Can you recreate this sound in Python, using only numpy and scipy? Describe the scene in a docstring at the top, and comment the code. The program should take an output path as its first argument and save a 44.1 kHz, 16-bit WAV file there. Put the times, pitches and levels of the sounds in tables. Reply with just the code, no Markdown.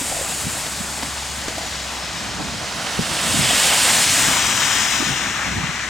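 """A slushy city street from the kerb: one car is already past, a second hisses by further off,
then a near one ploughs through the puddle and leaves to the left.
Filtered noise and droplet impacts make the tyres' roar, hiss and spray; sine tones make the engines.
Lumps of slush plop as short rising notes, ringing bubbles gurgle in the puddle,
and low noise and single pressure swings are the wind buffeting the two-port microphone."""
import sys
import numpy as np
from scipy import signal
from scipy.fft import rfft, irfft, next_fast_len
from scipy.io import wavfile
from scipy.ndimage import uniform_filter1d, map_coordinates

SR = 44100
rng = np.random.default_rng(int(sys.argv[2]) if len(sys.argv) > 2 else 0)


def to_wav(sig):
    """Store sig (one row per channel, or 1-D mono) as 16-bit WAV at the path in sys.argv[1].

    Samples outside -1..1 are clipped; the rate is SR.
    """
    pcm = np.clip(np.atleast_2d(sig), -1, 1) * 32767
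    pcm = np.round(pcm).astype(np.int16)
    wavfile.write(sys.argv[1], SR, pcm.T)  # frames by channels


N = 259749

# how alike wet sounds reach the two ports: (frequency [Hz], left-right correlation [0-1])
LIKENESS = [(300, .98), (700, .975), (1300, .94), (2400, .92), (3900, .89), (5500, .92), (8000, .95),
            (11000, .97), (14000, 1)]
# two cars further off, then the near one, levels when abreast and before colouring:
# (time abreast [s], distance [m], thrown water [dB re its landing level],
#  rumble [dB], tread roar [dB], water hiss [dB], fine spray [dB])
PASSING_CARS = [(-.75, 12.4, 0, -47, -37.5, -34.4, -28.6), (1.35, 7, -15, -56, -48, -36.6, -46),
                (3.66, 5.9, 0, -34.4, -25.2, -19.3, -22.2)]
NEAR_CAR = PASSING_CARS[-1]
NEAR_S = NEAR_CAR[0]
SPEED_M_PER_S = 8


def amp(db):
    """Decibels to gain."""
    return 10 ** (np.asarray(db) / 20)


def unit(x):
    """Scale to rms 1."""
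    return x / np.sqrt(np.mean(x ** 2) + 1e-20)


def along(points, hz):
    """Read (Hz, value) points on a log-frequency axis."""
    f, v = np.transpose(points)
    return np.interp(np.log(hz + 1), np.log(f + 1), v)


def curves(rows, at=None):
    """Interpolate each column after the first, at every sample's time by default."""
    knots, *columns = np.transpose(rows)
    at = np.arange(N) / SR if at is None else at
    return [np.interp(at, knots, column) for column in columns]


def wobble(rate):
    """A smooth random curve, rate knots a second."""
    knots = rng.standard_normal(int(N * rate / SR) + 4)
    return map_coordinates(knots, [np.arange(N) * rate / SR])


def filtered(x, response):
    """Multiply the spectrum of x by a response of frequency."""
    m = next_fast_len(N + SR // 2)
    return irfft(rfft(x, m) * response(np.fft.rfftfreq(m, 1 / SR)), m)[..., :N]


def spread(pair, spectrum, alike):
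    """Turn two unrelated signals into one coloured stereo sound of rms 1."""
    def mid_side_gains(hz):
        # half the angle whose cosine is the wanted correlation
        turn = np.arccos(np.clip(along(alike, hz), -1, 1)) / 2
        return amp(along(spectrum, hz)) * [np.cos(turn), np.sin(turn)]

    mid, side = filtered(pair, mid_side_gains)
    return unit(np.array([mid + side, mid - side]))


def bump(hz, centre_hz, octaves):
    """A bell on a log-frequency axis."""
    return np.exp(-.5 * (np.log2((hz + 1) / centre_hz) / octaves) ** 2)


def bell(t, s, half_s):
    """A bell in time, 1 at s and 1/e at half_s to either side."""
    return np.exp(-((t - s) / half_s) ** 2)


def swells(rows):
    """The joint envelope of bursts, each with a bell-shaped power."""
    t = np.arange(0, N / SR, .001)
    power = sum(amp(db) ** 2 * bell(t, s, half_s) for s, db, half_s in rows)
    return np.interp(np.arange(N) / SR, t, np.sqrt(power))


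def past(t, car=NEAR_CAR):
    """Metres that a car (the near one by default) has gone past the microphone."""
    return SPEED_M_PER_S * (t - car[0])


def beyond(t, metres, over_m):
    """Rises from 0 to 1 as the near car gets this far past."""
    return .5 + .5 * np.tanh((past(t) - metres) / over_m)


def traffic(sound, t):
    """Level (dB) of one sound of all cars, and their power-weighted view: -1 ahead, 1 from behind."""
    # how each sound carries: (loss per doubling of distance [dB], gain towards the rear [dB],
    # landing of thrown water [dB re the car's level], distant traffic [dB])
    carry = {"rumble": (6.2, 4.2, -25, -42.5), "roar": (5.4, 4.2, -2.8, -43.5),
             "hiss": (11.8, 7, -2.3, -33.9), "spray": (19.2, 7, -8.6, -50.4)}
    # thrown water lands this long after the car, spread over this half length
    landing_s, landing_half_s = 1.08, .29
    loss_db, rear_db, landing_db, distant_db = carry[sound]
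    power, view = amp(distant_db) ** 2, 0
    for car in PASSING_CARS:
        s, distance, thrown_db, *levels = car
        db = dict(zip(carry, levels))[sound]
        r = np.hypot(past(t, car), distance)
        behind = past(t, car) / r
        rolling = amp(db - loss_db * np.log2(r / distance) + rear_db * behind) ** 2
        landing = amp(db + thrown_db + landing_db) ** 2 * bell(t, s + landing_s, landing_half_s)
        power = power + rolling + landing
        view = view + behind * (rolling + landing)
    return 10 * np.log10(power), view / power


def patter(rate, size_db):
    """Droplet impacts at random moments and of unequal sizes, rms 1."""
    hit = rng.random((2, N)) < rate / SR
    size = amp(size_db * np.minimum(rng.exponential(size=(2, N)), 1.8))
    return unit(hit * size * np.sign(rng.standard_normal((2, N))))


def wet_rush(spectrum, drop_rate, drops_db, churn_db):
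    """A rush of water with droplets in it, churning as the tread meets uneven slush."""
    water = rng.standard_normal((2, N)) + amp(drops_db) * patter(drop_rate, size_db=4.5)
    churn = unit(wobble(9) + wobble(30) + wobble(80))
    return amp(churn_db * churn) * spread(water, spectrum, LIKENESS)


def bubbles(count, pitch_hz, octaves, cycles, rise):
    """Scattered bubbles of rms 1; each rings for some cycles and rises in pitch."""
    draw = rng.standard_normal((count, 3))  # pitch, size, place from left to right
    starts = rng.integers(0, N, count)
    t = np.arange(SR // 30) / SR
    turns = np.minimum(pitch_hz * 2 ** (octaves * draw[:, :1]), SR / 4) * t
    age = np.minimum(turns / cycles, 8)
    size = amp(4.5 * draw[:, 1:2].clip(-2, 1.5))
    rings = size * np.exp(-age) * np.sin(2 * np.pi * turns * (1 + rise * age))
    places = (starts[:, None] + np.arange(len(t))).ravel()
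    ports = []
    for side in (1, -1):
        heard = rings * amp(side * 2.9 * draw[:, 2:])
        ports.append(np.bincount(places, heard.ravel(), N)[:N])
    return unit(np.array(ports))


def patches(shape):
    """A smooth random field of rms 1 over frequency and time."""
    field = uniform_filter1d(rng.standard_normal(shape), size=3, axis=0)
    return unit(uniform_filter1d(field, size=30, axis=1))


def drive_past(x, spray_peak_db=2.5, split_db=3, ripple_db=1, horn_db=6, bow_db=3.3,
               street_db=1, street_falls=.27):
    """Colour, width and direction change with the near car's place and the level of the spray."""
    # where the tyres are heard: (time [s], left minus right before shading [dB])
    bearing = [(0, 1), (2.05, 1.9), (2.75, -1.5), (3.8, 0), (4.13, 1), (4.46, 4.6), (4.9, 6), (5.89, 4.8)]
    # how the microphone body shades the far port: (frequency [Hz], share of the bearing)
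    shade = [(500, -.1), (900, 0.28), (1300, .7), (2200, .9), (3000, 1.4), (3700, 1.9), (4600, 0.4),
             (6000, 1.2), (7500, 0.87), (9300, 1.5), (11500, -0.078)]
    # road echo: (near car past [m], notch [Hz], band with the ports out of step [Hz])
    notches = [(0, 400, 4550), (9, 510, 4380), (18, 560, 4850)]
    # the left port hears the road first: (frequency [Hz], phase lead [rad])
    lead_road = [(100, .05), (500, .35), (1200, .5), (2000, .3), (3700, .33), (5000, 0)]
    # what a car seen from behind adds, scaled by the echo: (frequency [Hz], phase lead [rad])
    lead_behind = [(1200, -.1), (2300, .25), (3100, .1), (4200, .6), (4740, -.8), (5700, -.4), (7200, -.45),
                   (9800, .2), (13000, 0)]
    # metres past where the road echo sets in, and where the tread horn points at the kerb
    echo_m, horn_m = 4.7, 12.3
    # the spray's brightest band abreast, and its fall from there to a view from behind
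    spray_hz, spray_sink_octaves = 8150, .2

    hz, t, (left, right) = signal.stft(x, SR, nperseg=1024)
    hz = hz[:, None]
    spray_db, view = traffic("spray", t)
    low_hz, high_hz = curves(notches, past(t))
    echo = .92 * beyond(t, echo_m, over_m=1.6)

    # the echo off the road cancels in a notch that climbs as the car draws away
    colour_db = -8.5 * echo * bump(hz, low_hz, octaves=0.56)
    # echoes off the snow banks ripple the treble
    colour_db += ripple_db * patches(left.shape) * bump(hz, 6000, octaves=1.8)
    # the wedge between tread and road is a horn that beams backwards, and so does the top sizzle
    colour_db += horn_db * beyond(t, horn_m, over_m=1.5) * bump(hz, 1940, octaves=0.31)
    colour_db += (7 * echo - 7) * bump(hz, 13500, octaves=0.088)
    # sheets of water hiss in the middle as the front tyres arrive
    colour_db += bow_db * bell(t, NEAR_S - .15, half_s=.52) * bump(hz, 3100, octaves=0.19)
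    # above them the hiss is hollow while the car goes by
    colour_db -= 1.4 * bell(t, NEAR_S + .25, half_s=.45) * bump(hz, 5200, octaves=.25)
    # fine mist is brightest higher up
    mist_hz = spray_hz * 2 ** (-spray_sink_octaves * view)
    colour_db += spray_peak_db * bump(hz, mist_hz, octaves=0.19)

    # sound from the side reaches the two ports out of step in two narrow bands
    split = bump(hz, high_hz, octaves=0.12) + 0.73 * bump(hz, 2.5 * high_hz, octaves=0.15)
    split = echo * split
    mid = (left + right) / 2 * amp(-9 * split)
    # the wide street echo gives way to direct sound when a car is close
    width_db = street_db - street_falls * (spray_db - spray_db.mean()) + split_db * split
    side = (left - right) / 2 * amp(width_db)

    lean_db = curves(bearing, t)[0] * along(shade, hz)
    ports = amp(np.array([lean_db, -lean_db]) / 2)
    ports = ports / ports.mean(axis=0)
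    lead = along(lead_road, hz) + echo * along(lead_behind, hz)
    phase = np.exp(.5j * np.array([lead, -lead]))
    z = np.array([mid + side, mid - side]) * amp(colour_db) * ports * phase
    return signal.istft(z, SR, nperseg=1024)[1][:, :N]


def tyres():
    """The tread roars, squeezes out hissing water and flings up spray; fine ringing bubbles follow the hiss."""
    # relative spectra of the three: (frequency [Hz], density [dB])
    roar_spectrum = [(150, -40), (300, -10), (420, -5.5), (600, 2), (780, 2.5), (1100, 1.5), (1500, 0.5),
                     (2000, -5.5), (3000, -9), (6000, -43)]
    hiss_spectrum = [(700, -30), (1300, -6.5), (1800, 0.5), (2250, -0.5), (2900, -0.14), (3400, -0.15),
                     (4200, 0), (5200, 0.5), (6200, -2.5), (7200, -5.5), (8500, -17.5), (11000, -37),
                     (16000, -30)]
    spray_spectrum = [(3000, -24), (5500, -20), (6500, -5), (7200, -2), (8300, -1), (9200, -4.5),
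                      (10200, -7), (12000, -11), (13800, -11), (15500, -18)]
    # the near car's wheels hit the puddle: (time [s], spray before colouring [dB], half length [s])
    wheels = [(3.36, -29.5, .08), (3.63, -28, .07), (4.19, -24.5, .08)]
    # the roar dips briefly as the rear wheel goes by
    dip_s, dip_db, dip_half_s = 4.09, 5.5, .07

    t = np.arange(N) / SR
    roar_db, hiss_db, spray_db = (traffic(sound, t)[0] for sound in ("roar", "hiss", "spray"))
    roar = wet_rush(roar_spectrum, drop_rate=400, drops_db=-7.5, churn_db=1.0)
    roar *= amp(roar_db - dip_db * bell(t, dip_s, dip_half_s))
    splash = swells(wheels)
    hiss = wet_rush(hiss_spectrum, drop_rate=1500, drops_db=-9, churn_db=.5)
    hiss *= np.hypot(amp(hiss_db), amp(-1.5) * splash)
    spray = wet_rush(spray_spectrum, drop_rate=3500, drops_db=-6.5, churn_db=0.7)
    spray *= np.hypot(amp(spray_db), splash)
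    ringing = bubbles(count=2500, pitch_hz=2998, octaves=.5, cycles=11, rise=.01)
    ringing *= amp(hiss_db - 11.5)
    return drive_past(roar + hiss + spray + ringing)


def hum(hz, db, waver_db):
    """The firing tone of an engine, a sine of slightly unsteady level."""
    level = np.sqrt(2) * amp(db + waver_db * wobble(7))
    return level * np.sin(2 * np.pi * np.cumsum(hz) / SR)


def cars():
    """Engine tones over the rumble of the car bodies, which is low noise."""
    # a low engine tone, loudest and then sinking in pitch as the second car passes:
    # (time [s], firing tone [Hz], mean level [dB])
    low_engine = [(0, 68, -43), (.7, 68, -42.5), (1.4, 68, -40), (1.85, 65.3, -41.5), (2.2, 64.5, -45),
                  (4.2, 64.5, -49), (5.89, 64, -43)]
    # relative rumble spectrum: (frequency [Hz], density [dB])
    rumble_spectrum = [(20, -24), (35, -12), (52, -1), (80, 0.5), (120, 3), (200, 3), (280, 3), (380, -5),
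                       (600, -19), (1500, -50)]
    t = np.arange(N) / SR
    rumble = spread(rng.standard_normal((2, N)), rumble_spectrum, [(100, 0.93)])
    rumble *= amp(traffic("rumble", t)[0] + 1.36 * wobble(16))
    # the near car's exhaust is heard once its tail shows; its pitch sags by 2.4 Hz a second
    exhaust = hum(105.5 - 2.4 * (t - NEAR_S), -47.5, waver_db=3.0)
    exhaust *= beyond(t, 4.3, over_m=1.8)
    return rumble + hum(*curves(low_engine), waver_db=0.7) + exhaust


def gurgles():
    """Big bubbles crowd together where the water runs back; smaller ones lap in the puddle throughout."""
    # water gurgling back into the ruts: (time [s], level [dB], half length [s])
    backflow = [(.165, -32.5, .085), (.62, -41, .06), (1.47, -37.5, 0.034), (1.63, -35, 0.037)]
    crowds = bubbles(count=2200, pitch_hz=650, octaves=0.247, cycles=3.2, rise=.02)
    lapping = bubbles(count=150, pitch_hz=851, octaves=.2, cycles=4, rise=.02)
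    return swells(backflow) * crowds + amp(-45.5) * lapping


def wind(lag=.25):
    """Gusts over a light breeze break into short eddies that thump on the two ports, the right one first."""
    # gusts on the microphone: (time [s], level before eddies [dB], half length [s])
    gusts = [(.47, -29.5, .035), (1.08, -36, .02), (2.42, -29.5, .04), (2.45, -34.5, .24),
             (3.008, -25, .018), (3.115, -30, .018), (3.38, -23.5, .08), (4.25, -30, .035),
             (5.1, -26, .035), (5.48, -29, .018), (5.575, -26.5, .055)]
    # relative spectrum of the thumps: (frequency [Hz], density [dB])
    buffet = [(20, -26), (45, -11), (80, 0), (130, 1), (190, 2.5), (260, -4), (400, -12), (800, -21),
              (2500, -49)]
    breeze_db, eddy_db = -44.5, 2.7
    eddies = unit(amp(eddy_db * wobble(70).clip(-2, 1.5)))
    strength = np.hypot(swells(gusts), amp(breeze_db)) * eddies
    thumps = spread(rng.standard_normal((2, N)), buffet, [(60, .9), (110, .9), (200, .6), (350, .3)])
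    lags = np.array([[-lag], [lag]])  # radians, left and right
    return strength * filtered(thumps, lambda hz: np.exp(1j * lags * bump(hz, 260, octaves=1.3)))


def plops(splash_t60=0.054, rise=1.1):
    """Each lump knocks with a short, rising hollow note and throws a splash; a smaller piece follows."""
    # slush lumps landing:
    # (time [s], knock at onset [dB], starting pitch [Hz], ring t60 [s], splash at onset [dB])
    lumps = [(.014, -22, 272, .07, -45), (.212, -19, 520, .045, -35), (.322, -24.5, 756, .05, -38),
             (.569, -24.5, 755, .055, -36), (.665, -26, 678, .04, -27), (1.026, -21, 900, .025, -25.5),
             (1.031, -24, 265, .06, -27), (1.482, -16, 340, .022, -20), (1.581, -18, 650, .045, -26),
             (3.507, -12, 704, .028, -30), (3.901, -16, 850, .031, -32), (4.285, -17, 275, .049, -27)]
    piece_s, piece_db = .026, -10  # the smaller piece: delay, level against its lump
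    wet_spectrum = [(150, -10), (350, 1), (800, -6), (1800, -4), (4000, -8), (7000, -9), (12000, -28)]
    knocks, splashes = np.zeros((2, N + SR))
    t = np.arange(SR // 5) / SR

    def note(hz, t60):
        return amp(-60 * t / t60) * np.sin(2 * np.pi * hz * t * (1 + rise * t))

    for s, db, hz, t60, splash_db in lumps:
        start, piece_start = round(s * SR), round((s + piece_s) * SR)
        knocks[start:][:len(t)] += amp(db) * note(hz, t60)
        piece = note(hz * rng.uniform(.9, 1.3), t60)
        knocks[piece_start:][:len(t)] += amp(db + piece_db) * piece
        splashes[start:][:len(t)] += amp(splash_db - 60 * t / splash_t60)
    wet = spread(rng.standard_normal((2, N)), wet_spectrum, LIKENESS)
    return knocks[:N] + splashes[:N] * wet


def pops(cycles=1.07, lag=0.5):
    """Each eddy is one short swing of pressure that reaches the two ports out of step."""
    # single eddies that hit a port squarely:
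    # (time [s], nominal peak [dB], pitch [Hz], left minus right [dB])
    hits = [(.811, -21.5, 190, -4), (2.995, -13.5, 193, 3), (2.993, -17, 420, -3), (3.347, -15, 260, 0),
            (3.396, -13.5, 185, 0), (5.006, -16, 270, -4), (5.027, -16.5, 300, -2), (5.642, -17, 150, 0),
            (5.696, -21, 150, 0)]
    out = np.zeros((2, N))
    near = np.arange(-SR // 20, SR // 20)
    sides = np.array([[1], [-1]])
    for s, db, hz, pan_db in hits:
        turns = hz * near / SR
        swing = np.exp(-(turns / cycles) ** 2) * np.cos(2 * np.pi * turns - sides * lag)
        out[:, round(s * SR) + near] += amp(db + sides * pan_db / 2) * swing
    return out


def scene():
    """The street at the kerb."""
    return tyres() + cars() + gurgles() + wind() + plops() + pops()


def record(dry):
    """Nothing is heard from 15.9 kHz up."""
    return filtered(dry, lambda hz: hz < 15900)


dry = scene()
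out = record(dry)
to_wav(out)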